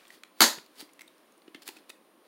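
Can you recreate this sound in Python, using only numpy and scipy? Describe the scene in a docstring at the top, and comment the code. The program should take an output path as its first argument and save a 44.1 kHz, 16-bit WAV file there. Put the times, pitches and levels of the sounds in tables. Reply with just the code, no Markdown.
"""A bar of dark chocolate snaps close by in a small, quiet room.
Brittle fracture releases a noise burst and sets the bar briefly ringing in its damped modes.
The walls return early reflections, then reverberation and the room's modes die away.
Faint ticks, soft bumps and short rustles of handling surround the snap,
over room tone, a faint hiss and a thin electrical whine."""
import sys
import numpy as np
from scipy import signal
from scipy.fft import rfft, irfft, next_fast_len
from scipy.io import wavfile
from scipy.ndimage import uniform_filter1d

SR = 44100
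rng = np.random.default_rng(int(sys.argv[2]) if len(sys.argv) > 2 else 0)


def unload_wav(signal):
    """Save mono or channel-first audio to the path in sys.argv[1] as 16-bit WAV at rate SR, clipped to [-1, 1]."""
    wavfile.write(
        sys.argv[1],
        SR,
        np.round(np.clip(np.atleast_2d(signal).T, -1, 1) * 32767).astype(np.int16),
    )


N = 100107

# the fracture starts, then runs through the bar: start_s, level_db, t60_s
FRACTURES = [(0.4053, -10.5, .004), (.4061, -8.5, 0.02)]
# spectrum of the fracture: frequency_hz, relative_density_db
FRACTURE_SPECTRUM = [(30, -21.5), (120, -18), (300, -3.5), (1100, 2.5), (2200, -6.5), (3200, 0),
                     (4500, -5.5), (5400, -12), (6500, -8), (8200, -4.5), (13000, -6), (16000, -18.5)]
# modes of the broken bar: pitch_hz, level_db, t60_s
BAR_MODES = [(401.3, -19.5, 0.037), (1092, -16, 0.013), (2182, -13.5, .018), (3950, -9.5, .014),
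             (4542, -4.5, 0.01), (6466, -16, 0.024)]
# early reflections of the crack: delay_s, gain_db
WALL_REFLECTIONS = [(.0087, -7.5), (.0112, -6.5), (.0128, -5.5), (.0142, -8.5), (.0222, -13), (.0335, -10)]
# the snap as it fills the room: frequency_hz, relative_density_db
REVERB_SPECTRUM = [(24, -79.5), (40, -49.5), (176, -30.5), (209, -10.5), (237, 0.5), (283, -7.5), (320, 0),
                   (363, -11), (455, -7), (697, -4), (770, -6.5), (990, -2), (1150, -9), (1850, -4),
                   (2500, -13.5), (4340, -1), (5720, -9), (6820, -2.5), (7930, -10.5), (13100, -13.5),
                   (16000, -20.5)]
# reverberation time of the room: frequency_hz, t60_s
REVERB_TIMES = [(60, 0.27), (250, .24), (1000, .28), (4000, 0.28), (8000, 0.25), (15000, 0.26)]
# the room's strongest modes: pitch_hz, level_db
STANDING_WAVES = [(226, -28.5), (256, -33), (327, -28.5), (964, -32), (1416, -33), (1792, -31.5),
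                  (1966, -33.5), (2573, -35), (3693, -31), (3930, -31), (4516, -26.5), (4637, -31),
                  (4758, -28.5), (4958, -32), (6185, -35.5), (6934, -31.5)]
# small dry clicks: start_s, level_db, pitch_hz, relative_noise_db, relative_treble_db, rise_s, t60_s
TICK_EVENTS = [(.052, -50.5, 2420, 2, -14.5, 0.0011, 0.011), (.070, -48.5, 3340, -5.5, -10, 0.00075, 0.011),
               (0.079, -54.5, 8500, -9, 1.5, 0.0016, .02), (0.102, -39, 1943, -11.5, -20, 0.0031, 0.013),
               (.2348, -37, 3900, 2, -11, .0004, 0.01), (.584, -46, 1450, 4.5, -15, 0.00063, 0.021),
               (.662, -55, 4600, -4.5, -0.5, 0.00057, 0.016), (.892, -56, 2140, -2, -13.5, 0.00068, 0.022),
               (.933, -56, 11000, -13, 0, .0015, 0.018), (.992, -46.5, 2000, -0.5, -6.5, 0.0017, 0.02),
               (1.007, -44, 2137, 0.5, -4.5, 0.0032, 0.016),
               (1.0169, -41.5, 2100, -7.5, -1.5, 0.00073, 0.013),
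               (1.076, -54.5, 8440, -6, -3.5, .001, 0.017), (1.079, -46, 3725, -15.5, -15.5, 0.0012, 0.014),
               (1.180, -63, 5400, -6, 3, .001, .015), (1.322, -58, 6540, -7.5, -5, 0.00096, .012),
               (1.378, -58, 9170, -9.5, -4, .001, .012), (1.419, -53, 2105, 0.5, -18, 0.00096, 0.011),
               (1.478, -52, 2905, 0, -24.5, 0.00089, 0.031), (1.546, -42.5, 2080, 2, -19, 0.00061, 0.03),
               (1.555, -54, 3110, -0.5, -18, 0.0044, 0.047), (1.6781, -36, 2290, 2, 6, 0.00056, 0.00797),
               (1.686, -41, 9900, 1, -3.5, 0.00053, .008), (1.6883, -39.5, 2770, 4, 1, 0.00041, .018),
               (1.768, -46.5, 2550, -14, -9.5, .001, 0.034), (1.894, -43.5, 10140, -4, -2, 0.0012, 0.018),
               (1.899, -41, 3760, -8, -7, 0.0015, 0.017), (1.900, -41, 2558, -7, -10, 0.0026, .022)]
# noise in the body of a click: frequency_hz, relative_density_db
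TICK_BODY_SPECTRUM = [(60, -30), (250, -14), (1000, -4.5), (2500, 6), (4300, 0.5), (5500, -11.5),
                      (9000, -14.5), (16000, -27.5)]
# noise in its treble: frequency_hz, relative_density_db
TICK_TREBLE_SPECTRUM = [(2000, -26), (5500, -3), (9500, -2.5), (12000, -7), (16000, -6)]
# soft, dull contacts: start_s, level_db, pitch_hz, t60_s
BUMP_EVENTS = [(0.175, -50, 399, 0.016), (.573, -44.5, 168, 0.036), (.578, -41.5, 405, 0.032),
               (.823, -40, 303, 0.042), (1.478, -39.5, 340, 0.023), (1.547, -38.5, 293.5, 0.034),
               (1.686, -40, 370, 0.031), (1.689, -41.5, 900, 0.022), (1.765, -50, 313, 0.077)]
# brushes of fingers and wrapper: peak_s, level_db, rise_s, fall_s, treble_tilt_db_per_octave
BRUSHES = [(.142, -54, 0.067, 0.053, 0), (.402, -53.5, 0.0451, 0.01, -0.5), (0.808, -43, 0.051, 0.032, -1),
           (1.621, -49.5, 0.0038, 0.022, -2), (1.634, -54.5, 0.013, 0.0074, 0.5),
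           (1.659, -52.5, .003, .03, 1), (1.676, -44, 0.021, 0.042, 0), (1.769, -55, 0.041, 0.046, -4),
           (1.899, -53.5, 0.016, 0.0098, -4.5), (2.262, -63, 0.047, .04, -8)]
# friction noise of a brush: frequency_hz, relative_density_db
FRICTION_SPECTRUM = [(120, -44.5), (200, -16.5), (448, -9.5), (836, -13), (2960, -10.5), (4200, -6.5),
                     (4520, -5), (5940, -15), (10300, -13.5), (11700, -16.5), (16000, -15.5)]
# room tone: frequency_hz, relative_density_db
ROOM_TONE_SPECTRUM = [(15, -75.5), (25, -43), (141, -35), (170, -12.5), (270, -4), (317, -1), (427, -8),
                      (531, -6), (887, -13), (1070, -8.5), (1480, -18.5), (3250, -23), (7920, -35.5),
                      (9320, -28), (16000, -29)]
# slow drift of the hiss: time_s, relative_level_db
HISS_LEVELS = [(0.0, -59), (0.26, -72), (0.6, -67), (1.23, -68), (1.43, -72), (1.71, -65), (1.94, -71.5),
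               (2.26, -74.5)]
# spectrum of the hiss: frequency_hz, relative_density_db
HISS_SPECTRUM = [(300, -11.5), (1500, 4), (4200, -1.5), (6000, -8), (16000, -15.5)]

ROOM_DELAY_S, ROOM_BUILD_S = 0.008, 0.0048


def snap():
    """Brittle fracture radiates noise and excites the bar's modes; the direct sound carries little deep bass."""
    start, split = FRACTURES[0][0], FRACTURES[-1][0]
    crack = sum(amp(db) * envelope(s, t60, rise_s=0.00016) * noise(FRACTURE_SPECTRUM)
                for s, db, t60 in FRACTURES)
    ring = sum(amp(db) * envelope(split, t60, rise_s=0.00051) * tone(split, hz)
               for hz, db, t60 in BAR_MODES)
    direct = crack + ring
    return low_cut(direct, hz=90, order=1) + wall_echoes(direct) + snap_reverberation(start)


def wall_echoes(direct):
    """Reflection: each wall path returns a delayed, weaker copy with little bass."""
    def response(hz):
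        return sum(amp(db) * np.exp(-2j * np.pi * hz * delay) for delay, db in WALL_REFLECTIONS)
    return filtered(low_cut(direct, hz=259.4, order=2), response)


def snap_reverberation(start_s, diffuse_db=-15.5):
    """A diffuse field and standing waves decay at the room's reverberation time for each frequency."""
    diffuse = room_decay(noise(REVERB_SPECTRUM), start_s + ROOM_DELAY_S, hold_s=0.015)
    modes = sum(amp(db) * envelope(start_s, curve_at(REVERB_TIMES, hz), rise_s=0.008) * tone(start_s, hz)
                for hz, db in STANDING_WAVES)
    return amp(diffuse_db) * diffuse + modes


def ticks():
    """Impulsive excitation: one damped resonance and two bands of noise share each click's envelope."""
    body, treble = noise(TICK_BODY_SPECTRUM), noise(TICK_TREBLE_SPECTRUM)
    out = np.zeros(N)
    for start, db, hz, noise_db, treble_db, rise, t60 in TICK_EVENTS:
        click = tone(start, hz) + amp(noise_db) * body + amp(treble_db) * treble
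        out += amp(db) * envelope(start, t60, rise) * click
    return out


def bumps():
    """Damped oscillation: each soft contact gives a brief low note."""
    return sum(amp(db) * envelope(s, t60, rise_s=0.0034) * tone(s, hz) for s, db, hz, t60 in BUMP_EVENTS)


def rustles(grain_db=3):
    """Sliding friction makes grainy noise; each rise or fall time spans a tenfold amplitude change."""
    out = np.zeros(N)
    for peak, db, rise, fall, tilt_db in BRUSHES:
        t = since(peak)
        swell = 10 ** -np.maximum(-t / rise, t / fall)
        flicker = unit_rms(uniform_filter1d(rng.standard_normal(N), size=40))
        friction = amp(grain_db * flicker) * noise(FRICTION_SPECTRUM, tilt_db)
        out += amp(db) * swell * unit_rms(friction)
    return out


def handling_reverberation(x, gain_db=-12):
    """Convolution with the room's impulse response gives each small sound a diffuse tail."""
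    impulse_response = room_decay(rng.standard_normal(N), ROOM_DELAY_S, hold_s=0)[:SR // 2]
    impulse_response /= np.linalg.norm(impulse_response)
    return amp(gain_db) * signal.fftconvolve(x, impulse_response)[:N]


def room_decay(x, start_s, hold_s):
    """Absorption: the field builds up and, after hold_s, each frequency decays at its own rate."""
    hz, t, spectra = signal.stft(x, SR, nperseg=256)
    decay_s = np.maximum(t - start_s - hold_s, 0)
    decay = np.exp(-np.log(1000) * decay_s / curve_at(REVERB_TIMES, hz)[:, None])
    build_up = np.clip(since(start_s) / ROOM_BUILD_S, 0, 1)
    return signal.istft(spectra * decay, SR, nperseg=256)[1][:N] * build_up


def background(room_tone_db=-63, hiss_gain_db=-1.5, whine_db=-80, whine_hz=9591.5):
    """The noise floor is the sum of steady room tone, a drifting hiss and a thin electrical whine."""
    room_tone = amp(room_tone_db) * noise(ROOM_TONE_SPECTRUM)
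    drift_db = np.interp(since(0), *np.transpose(HISS_LEVELS))
    hiss = amp(hiss_gain_db + drift_db) * noise(HISS_SPECTRUM)
    whine = amp(whine_db) * np.sqrt(2) * tone(0, whine_hz)
    return room_tone + hiss + whine


def amp(db):
    """Decibels as an amplitude ratio."""
    return 10 ** (np.asarray(db) / 20)


def unit_rms(x):
    """Normalisation to an rms of 1."""
    return x / np.sqrt(np.mean(x ** 2) + 1e-20)


def curve_at(points, hz):
    """Interpolation on a logarithmic frequency axis."""
    frequencies, values = np.transpose(points)
    return np.interp(np.log(hz + 1), np.log(frequencies + 1), values)


def since(start_s):
    """Elapsed seconds at every sample."""
    return np.arange(N) / SR - start_s


def envelope(start_s, t60_s, rise_s):
    """A quadratic rise, then exponential damping by 60 dB in t60_s."""
    t = np.maximum(since(start_s), 0)
    attack = np.minimum(t / rise_s, 1) ** 2
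    return attack * np.exp(-np.log(1000) * np.maximum(t - rise_s, 0) / t60_s)


def tone(start_s, hz):
    """Simple harmonic motion with zero phase at start_s."""
    return np.sin(2 * np.pi * hz * since(start_s))


def noise(spectrum, tilt_db=0):
    """Spectrally shaped noise of rms 1, its treble tilted by tilt_db per octave."""
    def response(hz):
        return amp(curve_at(spectrum, hz) + tilt_db * np.log2(1 + hz / 1000))
    return unit_rms(filtered(rng.standard_normal(N), response))


def filtered(x, response):
    """Linear filtering multiplies the spectrum by a frequency response."""
    size = next_fast_len(N + SR // 2)
    hz = np.fft.rfftfreq(size, 1 / SR)
    return irfft(rfft(x, size) * response(hz), size)[:N]


def low_cut(x, hz, order):
    """A high-pass filter attenuates the bass."""
    return signal.sosfilt(signal.butter(order, hz, "highpass", fs=SR, output="sos"), x)


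def scene():
    """Superposition of the snap, the handling sounds and the background in one room."""
    handling = low_cut(ticks() + bumps() + rustles(), hz=167, order=3)  # small things radiate little bass
    return (snap() + handling + handling_reverberation(handling) + background())[None]


def record(dry, ceiling=0.7, band_limit_hz=15800):
    """Soft saturation rounds the highest peaks; a low-pass filter limits the bandwidth."""
    rounded = dry[0] / (1 + (dry[0] / ceiling) ** 6) ** (1 / 6)
    return filtered(rounded, lambda hz: hz < band_limit_hz)[None]


dry = scene()
out = record(dry)
unload_wav(out)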